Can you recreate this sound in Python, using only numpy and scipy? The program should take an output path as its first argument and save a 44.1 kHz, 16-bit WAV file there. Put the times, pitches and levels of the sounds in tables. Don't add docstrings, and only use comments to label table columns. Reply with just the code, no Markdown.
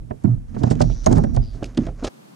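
import sys
import numpy as np
from scipy import signal
from scipy.fft import rfft, irfft, next_fast_len
from scipy.io import wavfile
from scipy.ndimage import map_coordinates

SR = 44100
rng = np.random.default_rng(int(sys.argv[2]) if len(sys.argv) > 2 else 0)


def unload_wav(signal):
    wavfile.write(
        sys.argv[1],
        SR,
        np.round(np.clip(np.atleast_2d(signal).T, -1, 1) * 32767).astype(np.int16),
    )


def rack_gain(trim_db):
    fader = np.asarray(trim_db, float)
    return 10 ** (fader / 20)


N = 103635
TIME = np.arange(N) / SR

# start in seconds, knock in dB, boom in dB, deck pitch in Hz, hull pitch in Hz.
BLOWS = [(0.109, -26.5, -25.5, 546, 215), (0.243, -32, -10.5, 481, 170), (0.254, -47, -16.5, 542, 240),
         (0.375, -55.5, -28.5, 594, 122.3), (0.544, -46, -27, 710, 200), (0.565, -31, -21, 354, 200),
         (0.606, -45, -24.5, 650, 163), (0.636, -19, -10, 580, 234), (0.67, -31, -17.5, 650, 235),
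         (0.711, -19.5, -12, 460, 234), (0.729, -35, -18, 390, 221), (0.806, -14, -15.5, 680, 147),
         (0.818, -20, -15, 624, 183), (0.837, -33.5, -24, 574, 119), (0.898, -32.5, -30, 620, 150),
         (1.065, -9.5, -16.5, 730, 182), (1.078, -28, -10.5, 584, 176.6), (1.108, -37, -11, 680, 141),
         (1.126, -22, -15.5, 655, 151), (1.154, -35, -12.5, 650, 149.3), (1.169, -25.5, -10, 660, 225),
         (1.181, -20, -27, 750, 245), (1.196, -56, -18.5, 600, 147), (1.239, -20.5, -24, 593, 249),
         (1.267, -59, -19.5, 606, 125), (1.347, -37.5, -19.5, 740, 108), (1.368, -21, -15, 757, 105.6),
         (1.545, -45, -38, 400, 195), (1.625, -24, -39, 540, 250), (1.775, -15.5, -14.5, 319, 248),
         (1.785, -25.5, -15, 318, 236), (1.867, -28.5, -25.5, 517, 126), (1.885, -30.5, -33, 460, 132),
         (2.026, -27.5, -48, 400, 250), (2.043, -23.5, -34.5, 540, 252), (2.074, -27.5, -34, 820, 120)]
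# start in seconds, peak in dB, centre in Hz, length in seconds.
TACKLE_TICKS = [(0.103, -46, 1210, 0.0036), (0.238, -44.5, 6300, 0.005), (0.542, -50, 2400, 0.004),
                (0.546, -41.5, 1320, 0.011), (0.578, -46, 5270, 0.03), (0.633, -30.5, 3860, 0.0086),
                (0.664, -46, 4470, 0.0049), (0.699, -28, 5300, 0.025), (0.752, -38, 2500, 0.0048),
                (0.789, -41, 1390, 0.01), (0.795, -35, 4730, 0.019), (0.813, -18, 4530, 0.012),
                (0.889, -43.5, 3100, 0.045), (1.038, -36.5, 5550, 0.012), (1.06, -18, 5400, 0.0075),
                (1.072, -25.5, 6270, 0.0026), (1.109, -36.5, 5760, 0.023), (1.125, -24, 5570, 0.0063),
                (1.149, -35, 4700, 0.031), (1.164, -43, 7400, 0.0036), (1.181, -31, 6800, .004),
                (1.211, -53, 6500, 0.0017), (1.235, -34.5, 4820, 0.0063), (1.337, -43.5, 5600, 0.024),
                (1.363, -26.5, 4300, 0.0035), (1.527, -49.5, 4500, 0.041), (1.628, -29, 2315, 0.0074),
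                (1.642, -26.5, 3000, 0.0032), (1.651, -37.5, 3900, 0.015), (1.696, -63, 5170, 0.0024),
                (1.746, -40, 3200, 0.0039), (1.772, -21, 2710, 0.0071), (1.866, -29, 2000, 0.0048),
                (2.029, -42, 1500, .005), (2.035, -27.5, 3700, 0.022), (2.046, -21, 3470, 0.0067),
                (2.064, -30, 3860, 0.019)]
# time in seconds, pressure in dB, scuffing in dB, deck rattle in dB.
DRAG_MOVES = [(0, -38, -81.5, -48.5), (0.218, -43, -63, -53), (0.296, -24, -58.5, -27),
              (0.419, -43, -69, -71), (0.529, -41, -56, -55), (.62, -35, -45, -27),
              (.78, -20.5, -47.5, -34), (0.919, -28.5, -59.5, -33.5), (1.018, -44.5, -52, -54),
              (1.116, -23, -36.5, -14), (1.249, -21.5, -65, -33.5), (1.42, -23.5, -61, -41),
              (1.501, -44.5, -60, -51.5), (1.603, -37, -47.5, -41), (1.741, -38, -55.5, -48),
              (1.82, -29.5, -41.5, -43.5), (1.954, -47, -59.5, -57), (2.101, -42, -31, -42)]
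# time in seconds, level in dB.
SWAY_LEVEL = [(0, -32.5), (.24, -59.5), (.32, -32.5), (.78, -35), (.86, -19), (1.05, -26.5), (1.3, -22.5),
              (1.4, -19), (1.55, -35), (1.75, -43), (1.92, -30), (2.0, -30.5), (2.07, -28.5)]
# pitch in Hz, 60 dB decay in seconds, level in dB.
HULL_MODES = [(101.8, 0.63, -11.5), (124.6, 0.29, 1), (162.3, 0.22, -3), (204.2, 0.15, -5.5),
              (248.6, 0.12, -2.5)]
# pitch in Hz, level in dB.
DECK_TONE = [(270, 1.5), (400, 2), (500, -3.5), (620, 8), (760, 6), (920, -13.5), (1200, -41.5),
             (2400, -26)]
# pitch in Hz, 60 dB decay in seconds.
DECK_DECAY = [(270, 0.21), (600, .1), (2400, 0.076)]
# start in seconds, end in seconds, pitch in Hz, level in dB.
STICK_SLIP = (.268, .354, 124, -17)
# start in seconds, pitch in Hz, level in dB, 60 dB decay in seconds.
GUIDE_SNAP = (1.064, 6450, -10, .014)
# start in seconds, pitch in Hz, level in dB, 60 dB decay in seconds.
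METAL_PING = (.296, 1235, -49, .22)
# frequency in Hz, level in dB.
MOUNT_TONE = [(24, -16), (33, -3), (41, 0), (50, -9), (70, -15), (110, -30), (200, -120)]
# frequency in Hz, level in dB.
SCUFF_TONE = [(500, 28.5), (1200, 18.5), (3500, -0.5), (6500, 6.5), (9000, -16.5), (11500, -16.5),
              (13000, -53)]
# start in seconds, end in seconds, first Hz, last Hz, notes a second,
# level in dB, fade in dB.
BIRD_TRILLS = [
    (.825, 1.08, 5700, 5900, 123, -52.5, 2),
    (1.06, 1.38, 5850, 5700, 123, -59, -3),
    (1.412, 1.6, 5000, 4300, 108, -55.5, -16),
]
# frequency in Hz, level in dB per Hz.
AIR_TONE = [(450, -4.5), (725, -0.5), (1150, -12), (2000, -14), (4100, -21.5), (9000, -21), (12500, -27.5),
            (14000, -62.5)]
# frequency in Hz, level in dB per Hz.
LAKE_TONE = [(53, -50), (95, -36), (135, 2.5), (269, 0), (650, -7.5), (860, -7), (1470, -16), (9540, -28),
             (15300, -34.5)]
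# frequency in Hz, lead in radians.
PORT_LEAD = [(30, -.2), (140, -.7), (210, -1.6), (350, -3), (900, -3.55), (1150, -3.7), (1600, -5.6),
             (2600, -2 * np.pi)]
# frequency in Hz, difference in dB.
PORT_TILT = [(30, -5), (90, -6), (230, -20), (400, -11), (900, -0.5), (1900, -8.5), (5500, -0.5),
             (12000, -4)]
# frequency in Hz, share from 0 to 1.
PORT_APART = [(30, 0.79), (220, 0.51), (400, 0.33), (600, 0.035), (900, 0.26), (1300, 0.54), (4000, 0.29),
              (10000, 1)]
# frequency in Hz, ratio in dB.
FAR_SIDE = [(90, -4.5), (200, -3.5), (400, 8), (800, 9), (1200, 2), (2000, 7), (4000, 1), (12000, -1.5)]
# time in seconds, side gain in dB.
STEREO_FOLD = [
    (1.42, -2),
    (1.65, -13.5),
    (1.79, -15),
    (1.89, -14.5),
    (1.96, -25),
    (2.05, -21),
]

DETUNE = 0.054
BOOM_DB, KNOCK_DB, TICK_DB, DRAG_DB, AIR_DB, LAKE_DB = -2.5, 11.5, -2, -2, -59.5, -48
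CONTACT_S, SHARP = 0.0088, .9
HULL_FOCUS_DB, DECK_FOCUS_DB = 11, 11
TICK_WIDTH, TICK_TAIL_DB, TICK_TAIL_S = 0.57, -26.5, 0.21
DRAG_DULL_HZ, KNOCK_DULL_HZ, TICK_TOP_HZ = 650, 2000, 9860
CHIRP, ROUGH, GAP_DEPTH = .12, .7, .92
LOWER, LOWER_DB = .72, -8
FADE_S, CUT_S, CUT_FADE_S = .02, 2.092, .012
BASS_HZ, BASS_FOLD = 200, 0.55
SPILL = 0.2


def unit(x):
    return x / np.sqrt(np.mean(x ** 2) + 1e-20)


def along(points, hz):
    f, v = np.transpose(points)
    return np.interp(np.log(hz + 1), np.log(f + 1), v)


def curve(rows):
    return np.interp(TIME, *np.transpose(rows))


def wobble(rate):
    knots = rng.standard_normal(int(N * rate / SR) + 4)
    return map_coordinates(knots, [TIME * rate])


def filtered(x, response):
    m = next_fast_len(x.shape[-1] + SR // 2)
    spectrum = rfft(x, m) * response(np.fft.rfftfreq(m, 1 / SR))
    return irfft(spectrum, m)[..., :x.shape[-1]]


def hiss(spectrum):
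    points = [(0.61, -120)] + spectrum
    return unit(filtered(rng.standard_normal((2, N)), lambda hz: rack_gain(along(points, hz))))


def ring(modes, t, focus_hz=200, focus_db=0):
    hz, t60, db = np.transpose(modes)[..., None]
    uneven, retune = rng.standard_normal((2,) + hz.shape)
    db = db - focus_db * np.log2(hz / focus_hz) ** 2
    tone = np.sin(2 * np.pi * hz * (1 + DETUNE * retune) * t)
    return (rack_gain(db + 3 * uneven - 60 * t / t60) * tone).sum(0)


def deck():
    hz = np.geomspace(DECK_TONE[0][0], DECK_TONE[-1][0], num=60)
    return np.transpose([hz, along(DECK_DECAY, hz), along(DECK_TONE, hz)])


def lumps(rate):
    return rng.standard_normal((2, N)) * rack_gain(3.5 * wobble(rate))


def drag():
    s, press_db, scuff_db, rattle_db = np.transpose(DRAG_MOVES)
    t = np.arange(SR // 2) / SR
    rumble, rattle = (unit(signal.fftconvolve(lumps(35.47), ring(modes, t)[None], axes=1)[:, :N])
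                      for modes in (HULL_MODES, deck()))
    rattle = unit(filtered(rattle, lambda hz: 1 / (1 + (hz / DRAG_DULL_HZ) ** 2)))
    grit_db = 2.5 * wobble(45) + 2 * wobble(300)
    scuff = rack_gain(np.interp(TIME, s, scuff_db) + grit_db) * hiss(SCUFF_TONE)
    rumble = rack_gain(np.interp(TIME, s, press_db) + DRAG_DB) * rumble
    return rumble + scuff + rack_gain(np.interp(TIME, s, rattle_db)) * rattle


def sway():
    return rack_gain(curve(SWAY_LEVEL)) * hiss(MOUNT_TONE)


def far(spectrum):
    def spread(hz):
        mid_share = 1 / (1 + rack_gain(2 * along(FAR_SIDE, hz)))
        return np.sqrt([mid_share, 1 - mid_share])
    mid, side = filtered(hiss(spectrum), spread)
    return np.array([mid + side, mid - side])


def air():
    return rack_gain(AIR_DB + wobble(8.54)) * far(AIR_TONE)


def ticks():
    out, t = np.zeros((2, N + SR)), np.arange(SR // 8) / SR
    for s, db, centre, length in TACKLE_TICKS:
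        u = t / max(length, .001)
        scatter = rack_gain(TICK_TAIL_DB - 60 * t / TICK_TAIL_S) * np.minimum(u, 1)
        shape = 1.305 * u * np.exp(-2 * u ** 2) + scatter
        noise = rng.standard_normal((2, len(t)))
        grains = rng.standard_normal(len(t) // 24 + 1).repeat(24)[:len(t)]

        def colour(hz):
            peak = 0.54 + np.exp(-(np.log((hz + 1) / centre) / TICK_WIDTH) ** 2)
            low_cut = (hz / (hz + 1200)) ** 2
            return peak * low_cut / (1 + (hz / centre / 2) ** 2) / (1 + (hz / TICK_TOP_HZ) ** 10)
        burst = unit(filtered(noise * rack_gain(4.2 * grains), colour))
        out[:, round(s * SR):][:, :len(t)] += rack_gain(db + TICK_DB) * burst * shape
    return out[:, :N]


def knocks():
    out, t = np.zeros((2, N + SR)), np.arange(SR // 2) / SR
    u = t[:SR // 16] / CONTACT_S
    for s, knock_db, boom_db, deck_hz, hull_hz in BLOWS:
        for row in out:
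            push = rng.standard_normal(len(u)) * u * np.exp(-3 * u)
            push[0] = SHARP
            boom = signal.fftconvolve(push, ring(HULL_MODES, t, hull_hz, HULL_FOCUS_DB))[:len(t)]
            knock = signal.fftconvolve(push, ring(deck(), t, deck_hz, DECK_FOCUS_DB))[:len(t)]
            boom = rack_gain(boom_db + BOOM_DB) * boom / np.std(boom[:SR // 40])
            knock = rack_gain(knock_db + KNOCK_DB) * knock / abs(knock).max()
            row[round(s * SR):][:len(t)] += boom + knock
    return filtered(out[:, :N], lambda hz: (1j * hz / (70 + 1j * hz) / (1 + 1j * hz / KNOCK_DULL_HZ)) ** 2)


def stick_slip():
    t0, t1, hz, db = STICK_SLIP
    on = np.clip(np.minimum(TIME - t0, t1 - TIME) / 0.003, 0, 1)
    level = rack_gain(db + 2 * wobble(40)) * on
    turn = 2 * np.pi * np.cumsum(hz * (1 + .04 * wobble(30))) / SR
    return level * np.sin(turn) * [[1.4], [.4]]


def pings():
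    out = np.zeros((2, N))
    for s, hz, db, t60 in (METAL_PING, GUIDE_SNAP):
        t = np.clip(TIME - s, 0, None)
        onset = 1 - np.exp(-t * 30 / t60)
        out[0] += rack_gain(db - 60 * t / t60) * np.sin(2 * np.pi * hz * t) * onset
    return out


def bird():
    out = np.zeros(N)
    for t0, t1, hz0, hz1, rate, db, fade_db in BIRD_TRILLS:
        cycle = (rate * TIME + 0.053 * wobble(30.15)) % 1
        hz = np.interp(TIME, [t0, t1], [hz0, hz1]) * (1 + CHIRP * (.5 - cycle))
        turn = 2 * np.pi * np.cumsum(hz) / SR
        voice = np.sin(turn + ROUGH * wobble(2500))
        voice += rack_gain(LOWER_DB) * np.sin(LOWER * turn + 3.0 * wobble(770))
        on = np.clip(np.minimum(TIME - t0, t1 - TIME) / FADE_S, 0, 1)
        notes = 1 - GAP_DEPTH * np.cos(np.pi * cycle) ** 2
        fade = np.interp(TIME, [(t0 + t1) / 2, t1], [0, fade_db])
        out += rack_gain(db + fade + 1.7 * wobble(22.0)) * 2.03 * on * notes * voice
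    return out * [[1], [.8]]


def lake():
    return rack_gain(LAKE_DB + 0.56 * wobble(8.64)) * far(LAKE_TONE)


def ports(pair):
    def response(hz):
        half = rack_gain(along(PORT_TILT, hz) / 2) * np.exp(.5j * along(PORT_LEAD, hz))
        return 2 * np.array([half, 1 / half]) / (abs(half) + 1 / abs(half))
    other = filtered(pair[1], lambda hz: along(PORT_APART, hz))
    return filtered(np.array([pair[0] + other, pair[0] - other]), response)


def fold(stereo):
    left, right = stereo
    mid, side = (left + right) / 2, (left - right) / 2
    bass = filtered(side, lambda hz: 1 / (1 + (hz / BASS_HZ) ** 4))
    width_db = curve(STEREO_FOLD)
    mid = mid - SPILL * (1 - rack_gain(width_db)) * (side - bass)
    side = rack_gain(width_db) * (side - bass) + rack_gain(BASS_FOLD * width_db) * bass
    return np.array([mid + side, mid - side])


def scene():
    before = np.clip((CUT_S - TIME) / CUT_FADE_S, 0, 1)
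    kayak = knocks() + ticks() + pings() + drag() + stick_slip() + sway() + bird()
    return before * fold(ports(kayak) + air()) + (1 - before) * lake()


def roll_off(x):
    return signal.sosfilt(signal.butter(12, 15460, fs=SR, output="sos"), x)


def record(dry):
    held = dry / (1 + abs(dry / .96) ** 4) ** .25
    return roll_off(held)


dry = scene()
out = record(dry)
unload_wav(out)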